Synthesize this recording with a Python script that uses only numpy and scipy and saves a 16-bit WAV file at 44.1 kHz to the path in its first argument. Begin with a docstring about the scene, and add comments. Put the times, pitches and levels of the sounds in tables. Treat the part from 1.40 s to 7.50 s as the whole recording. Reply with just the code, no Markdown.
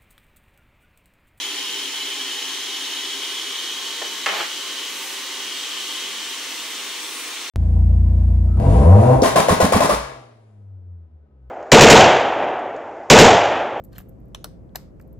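"""At a workbench, a hot air tool blows steadily over a circuit board. Its nozzle resonates in a fuzzy band near
3 kHz that fades as the hand turns it, while the jet's turbulent hiss brightens in swells. Something taps the
bench once, then knocks, rattles and slides on it: blows ring damped modes, friction makes gritty noise, and
the room answers with a decaying tail. A fan drones behind as shaped noise, with fuzzy tones and a wavering
blade tone."""
import sys
import numpy as np
from scipy import signal
from scipy.fft import rfft, irfft, next_fast_len
from scipy.io import wavfile
from scipy.ndimage import uniform_filter1d, map_coordinates

SR = 44100
rng = np.random.default_rng(int(sys.argv[2]) if len(sys.argv) > 2 else 0)


def decibels_to_gain(level_db):
    """Convert a level in decibels to a linear amplitude gain (20 dB per decade)."""
    exponent = np.asarray(level_db, float) / 20
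    return 10 ** exponent


def wav_out(sig):
    """Save sig, one row per channel (or a flat mono array), as 16-bit PCM at SR to the path in sys.argv[1]."""
    wavfile.write(sys.argv[1], SR, np.round(np.clip(np.atleast_2d(sig).T, -1, 1) * 32767).astype(np.int16))


N = 269010  # length in samples


def unit(x):
    """Normalisation: scales x to an rms of 1."""
    return x / np.sqrt(np.mean(x ** 2) + 1e-20)


def along(points, hz):
    """Spectral interpolation: reads (Hz, value) points on a logarithmic frequency axis."""
    f, v = np.transpose(points)
    return np.interp(np.log(hz + 1), np.log(f + 1), v)


def swells(rows):
    """Superposition of bell-shaped swells (s, half length s, dB, ..): one curve for each dB column."""
    s, half, *columns = np.transpose(rows)
    bell = np.exp(-((np.arange(N)[:, None] / SR - s) / half) ** 2)
    return [bell @ column for column in columns]


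def filtered(x, response):
    """Linear filtering: the spectrum of x is multiplied by a response of frequency."""
    m = next_fast_len(N + SR // 2)
    return irfft(rfft(x, m) * response(np.fft.rfftfreq(m, 1 / SR)), m)[..., :N]


def patched(x, depth_db, size, smear, twist=((1, 0),)):
    """Random modulation: a field smoothed over smear = (bins, frames) varies gain and left-right phase."""
    hz, _, z = signal.stft(x, SR, nperseg=size)
    field = uniform_filter1d(rng.standard_normal(z.shape), smear[0], 1)
    field = uniform_filter1d(field, smear[1], 2)
    # the two ears share most of the gain pattern, and turn in phase by opposite angles
    gain = decibels_to_gain(depth_db * unit(field + field[::-1] * 0.71))
    opposed = uniform_filter1d(field - field[::-1], 12, 1)
    phase = along(twist, hz)[:, None] * unit(opposed)
    return signal.istft(z * gain * np.exp(1j * phase), nperseg=size)[1][:, :N]


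def rush(gain):
    """Partial coherence: stereo noise of rms 1, with the given gain over frequency."""
    # Each row: frequency in Hz, left-right correlation (no unit).
    alike = [(40, .3), (130, 0.83), (290, 1), (640, 0.81), (1400, 0.88), (3100, 0.77), (6800, 0.65),
             (15000, 0.26)]

    def turn(hz):
        return np.arccos(np.clip(along(alike, hz), -1, 1)) / 2

    def mid_side_gain(hz):
        return gain(hz) * [np.cos(turn(hz)), np.sin(turn(hz))]

    mid, side = filtered(rng.standard_normal((2, N)), mid_side_gain)
    return unit(np.array([mid + side, mid - side]))


def bands(modes):
    """Resonance: gain of side-by-side modes (Hz, width Hz, dB), each applied twice and summed in power."""
    return lambda hz: np.sqrt(sum(decibels_to_gain(2 * db) / (1 + (2 * (hz - c) / w) ** 2) ** 2 for c, w, db in modes))


def fuzzy(lines, width_hz, trim_db):
    """Narrow-band noise: a resonance on each line, at the lines' joint power shifted by trim_db."""
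    total = np.sqrt(sum(decibels_to_gain(2 * db) for _, db in lines))
    return decibels_to_gain(trim_db) * total * rush(bands([(hz, width_hz, db) for hz, db in lines]))


def hot_air():
    """Flow noise: turbulence sings in the nozzle and hisses in the jet; turning shades song and body."""
    # Nozzle resonances. Each row: centre in Hz, width of one pass in Hz, relative level in dB.
    song_modes = [(2869, 52, -3.5), (3016, 63, 0.5), (3083, 74, -2), (3225, 124, 0), (3377, 21, -1),
                  (3320, 57, -15), (3334, 76, -16.5)]
    # Fuzzy tones of the heater tube. Each row: frequency in Hz, relative level in dB.
    pipe_lines = [(3629, -51), (3848, -54), (4000, -51), (4371, -55), (4421, -53), (4507, -55), (5324, -60)]
    # Spectrum of the jet's body. Each row: frequency in Hz, relative density in dB per Hz.
    jet_spectrum = [(1470, -46), (2500, -14.5), (2710, -15), (2920, -2), (3100, -13), (3510, -1.5),
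                    (4650, -7), (5310, -5.5), (6580, -6.5), (8500, -16), (11000, -20), (18700, -120)]
    # Spectrum of the hiss. Each row: frequency in Hz, relative density in dB per Hz.
    hiss_spectrum = [(4400, -43), (7500, -2), (8600, -3.5), (9700, -1.5), (10800, -5), (11600, -7.5),
                     (13000, -8), (14300, -8.5), (15700, -8)]
    # Topmost hiss. Each row: centre in Hz, width of one pass in Hz, relative level in dB.
    sheen_modes = [(13400, 4300, 0)]
    # The hand turns the nozzle mouth away. Each row: time in seconds, shading of the song in dB.
    turning = [(0, 0), (1.6, 0.5), (2.1, 0.5), (2.8, -2), (3.15, -2), (3.45, -2.5), (3.6, -8), (3.9, -4.5),
               (4.2, -1.5), (4.5, 0), (4.8, -3), (4.9, -3.5), (5.3, -7), (5.62, -6), (5.75, -12), (6.1, -9)]
    # The jet swings nearer. Each row: centre in seconds, half length in seconds, swell of the hiss in dB,
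    # swell of the topmost hiss in dB.
    swings = [(2.85, 0.39, -0.6, 8), (3.66, 0.14, 4.5, 6), (4.5, .12, 1.6, 1.5), (5.3, .3, 1.2, 7),
              (5.77, 0.16, 3.5, 3)]
    # base levels: nozzle facing, jet pointing past
    song_db, body_db, hiss_db, sheen_db = -32, -33, -41.5, -60
    body_follows = 0.22  # dB of jet body per dB of shading

    shade_db = np.interp(np.arange(N) / SR, *np.transpose(turning))
    hiss_swell_db, sheen_swell_db = swells(swings)
    voice = rush(bands(song_modes)) + fuzzy(pipe_lines, width_hz=21, trim_db=35.5)
    song = decibels_to_gain(song_db + shade_db) * voice
    body = decibels_to_gain(body_db + body_follows * shade_db) * rush(lambda hz: decibels_to_gain(along(jet_spectrum, hz)))
    hiss = decibels_to_gain(hiss_db + hiss_swell_db) * rush(lambda hz: decibels_to_gain(along(hiss_spectrum, hz)))
    hiss += decibels_to_gain(sheen_db + sheen_swell_db) * rush(bands(sheen_modes))
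    # the moving hand reflects the treble: broad patches drift in and out
    return song + patched(body + hiss, depth_db=0.24, size=1024, smear=(10, 18))


def hand(x):
    """Reflection: the moving hand recolours the air sound."""
    # Colour of the reflection after the move. Each row: frequency in Hz, gain in dB.
    moved = [(1300, 0), (2050, -0.5), (2600, 0), (7000, 0), (8000, 1.5), (8800, -0.5), (9900, -0.5),
             (11000, -2), (11800, 2), (13300, -0.5)]
    # Narrow bands swell briefly, probably off the passing hand. Each row: centre in seconds,
    # half length in seconds, centre in Hz, peak gain in dB.
    glints = [(2.75, .3, 13400, 4), (3.0, .1, 15300, 5), (3.45, .08, 14300, 4), (3.68, .15, 12700, 1),
              (4.2, 0.064, 7800, 4), (5.0, .2, 11800, 2), (5.75, .12, 12600, 3), (5.8, .12, 9150, 5.5),
              (5.4, 0.42, 2030, 0.5)]
    move_s, move_rise_s = 2.35, 0.15  # the hand leaves its first rest
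    glint_half_hz = 300

    hz, t, z = signal.stft(x, SR, nperseg=512)
    progress = (1 + np.tanh((t - move_s) / move_rise_s)) / 2
    db = np.outer(along(moved, hz), progress)
    for s, half, centre_hz, peak_db in glints:
        over_hz = np.exp(-((hz - centre_hz) / glint_half_hz) ** 2)
        over_time = np.exp(-((t - s) / half) ** 2)
        db = db + peak_db * np.outer(over_hz, over_time)
    return signal.istft(z * decibels_to_gain(db), nperseg=512)[1][:, :N]


def blow(push_hz):
    """Impact: a noisy crack and damped modes, excited most strongly near the push frequency; peak 1."""
    # Bench modes, before scatter. Each row: frequency in Hz, relative level in dB, 60 dB decay in seconds.
    modes = [(200, -9, 0.054), (366, -2.5, .04), (460, -4.5, 0.081), (570, 3, 0.028), (787, -1, 0.074),
             (1080, 5, 0.027), (1365, 7.5, 0.013), (1804, 7, 0.024), (2170, 2, 0.016), (2610, 6.5, 0.019),
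             (3000, 8.5, 0.01), (3750, -4, 0.014), (4600, -6, 0.022), (6030, -2, 0.022)]
    t = np.arange(SR // 8) / SR
    ring = np.zeros(len(t))
    for hz, level, t60 in modes:
        mode_db = level + rng.normal(0, 3.3) - 2.5 * np.log2(hz / push_hz) ** 2
        mode_hz = hz * rng.normal(1, 0.022)
        ring += decibels_to_gain(mode_db - 60 * t / t60) * np.sin(2 * np.pi * mode_hz * t + rng.uniform(0, 2 * np.pi))
    octaves = signal.butter(2, [push_hz / 2, push_hz * 2], "band", fs=SR)
    crack = signal.lfilter(*octaves, rng.standard_normal(len(t))) * decibels_to_gain(11.0 - 60 * t / 0.016)
    x = (ring + crack) * (1 - np.exp(-t / 0.00014))  # soft onset
    return x / np.abs(x).max()


def knocks():
    """Superposition of impacts: a tap, then a cluster of knocks and rattles."""
    # Blows on the bench. Each row: start in seconds, peak level in dB before the low cut,
    # hardness as the centre of the push in Hz.
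    blows = [(2.617, -19, 556), (2.620, -21, 1800), (2.625, -24, 500), (2.861, -8.5, 3450),
             (2.865, -7.5, 1800), (2.868, -11, 1800), (2.874, -14, 1110), (2.884, -14.5, 2000),
             (2.889, -11, 2500), (2.894, -13, 1500), (2.901, -18, 1200), (3.008, -19, 1700)]
    x = np.zeros(N + SR)
    for s, db, push_hz in blows:
        struck = decibels_to_gain(db) * blow(push_hz)
        x[round(s * SR):][:len(struck)] += struck
    return x[:N]


def slide():
    """Contact force as gain of the drag: it holds, swells with each shove and fades once lifted."""
    # The drag presses harder. Each row: centre in seconds, half length in seconds, swell in dB.
    shoves = [(2.945, .018, 3), (3.008, 0.016, 4)]
    start_s, lift_s, end_s = 2.872, 3.012, 3.07
    level_db, fade_db_per_s = -29.5, 252
    t = np.arange(N) / SR
    db = level_db + swells(shoves)[0] - fade_db_per_s * np.maximum(t - lift_s, 0)
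    return decibels_to_gain(db) * (t > start_s) * (t < end_s)


def drag():
    """Friction: noise in random level steps of 60 samples, coloured and gated by the slide."""
    # Spectrum of the rubbing. Each row: frequency in Hz, relative density in dB per Hz.
    rub = [(35, -85), (60, -57), (202, 0.5), (237, -28), (360, -5.5), (495, -9), (768, -4), (865, -5),
           (3090, -9), (7000, -25), (9100, -39), (15400, -120)]
    steps_db = 3 * rng.uniform(-0.82, 1, N // 60 + 1).repeat(60)[:N]
    grit = rng.standard_normal(N) * decibels_to_gain(steps_db)
    return slide() * unit(filtered(grit, lambda hz: decibels_to_gain(along(rub, hz))))


def squeak():
    """Frictional tone: a thin sine under a bell-shaped envelope, in the drag."""
    # One row: centre in seconds, half length in seconds, frequency in Hz, peak level in dB.
    tone = (2.984, .022, 12700, -44)
    s, half, hz, db = tone
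    t = np.arange(N) / SR - s
    return decibels_to_gain(db) * np.exp(-(t / half) ** 2) * np.sin(2 * np.pi * hz * t)


def bench():
    """High-pass filter: the small parts of the bench radiate little bass, which thins the knocks, drag and
    squeak."""
    low_cut = signal.butter(3, 300, "high", fs=SR, output="sos")
    return signal.sosfilt(low_cut, knocks() + drag() + squeak())


def room(x):
    """Reverberation: each frequency of the room's answer dies at its own speed."""
    # Each row: frequency in Hz, 60 dB decay time in seconds.
    decay = [(200, 0.13), (2000, 0.4), (10000, 0.13)]
    hz, t, z = signal.stft(rng.standard_normal((2, SR // 2)), SR, nperseg=256)
    tail = signal.istft(z * decibels_to_gain(-60 * t / along(decay, hz)[:, None]), SR, nperseg=256)[1]
    delayed = np.pad(x, (200, 0))[None]  # delay in samples
    return signal.fftconvolve(delayed, tail / np.linalg.norm(tail[0]), axes=1)[:, :N]


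def fan():
    """Broadband and narrow-band flow noise: a steady drone with weak fuzzy tones."""
    # Drone of fan and blower. Each row: frequency in Hz, relative density in dB per Hz.
    drone_spectrum = [(24, -56), (112, -50), (150, -32), (198, -22), (235, -19), (262, -5.5), (389, -5),
                      (433, -7), (629, -15), (1030, -5.5), (1590, -7.5), (2000, -3), (2800, -3.5),
                      (3640, -16), (6160, -120)]
    # Fuzzy tones of the fan. Each row: frequency in Hz, relative level in dB.
    hum_lines = [(265, -59), (350, -55.5), (398, -52.5), (470, -57), (781, -59.5), (915, -53.5),
                 (1055, -53), (1518, -54.5), (1835, -52), (2051, -49.5), (2562, -51)]
    drone = decibels_to_gain(-36.5) * rush(lambda hz: decibels_to_gain(along(drone_spectrum, hz)))
    return drone + fuzzy(hum_lines, width_hz=14.8, trim_db=-2.0)


def blade_tone():
    """Blade passing: a thin line under slow random amplitude and phase modulation."""
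    # One row: frequency in Hz, rms level in dB before the waver.
    blade = (210, -65)
    hz, db = blade
    t = np.arange(N) / SR
    # smooth curves through 8 random values per second
    values = rng.standard_normal((2, 60))
    waver = map_coordinates(values, [[[0] * N, [1] * N], [t * 8] * 2])
    return np.sqrt(2) * decibels_to_gain(db + 2.5 * waver[0]) * np.sin(2 * np.pi * hz * t + 0.4 * waver[1])


def standing_waves(x):
    """Interference: standing waves in the room comb the sound with a fine, slowly shifting ripple."""
    # Scatter of phase in each ear, opposite in sign. Each row: frequency in Hz, rms angle in radians.
    scatter = [(300, 0.059), (3000, 0.21), (8000, 0.65), (15000, 0.61)]
    return patched(x, depth_db=2.5, size=4096, smear=(2, 60), twist=scatter)


def scene():
    """Superposition: the steady air sound, the blade tone, and the bench with its reverberation."""
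    air = standing_waves(hand(fan() + hot_air()))
    hits = bench()
    return air + blade_tone() + hits + decibels_to_gain(-5) * room(hits)


def low_pass(x):
    """Removes everything above the highest recorded frequency."""
    return signal.sosfilt(signal.butter(12, 17070, fs=SR, output="sos"), x)


def record(dry):
    """Transducer response: two microphones differ a little in colour and keep nothing above a band limit."""
    # Each row: frequency in Hz, left minus right level in dB.
    lean = [(60, 2), (180, -1.0), (550, -0.5), (1650, 0.0), (4970, 0.5), (15000, 0.5)]
    top_hz = 15740

    def colour(hz):
        return decibels_to_gain(along(lean, hz) / 2 * np.array([[1], [-1]])) * (hz < top_hz)

    return low_pass(filtered(dry, colour))


dry = scene()
out = record(dry)
wav_out(out)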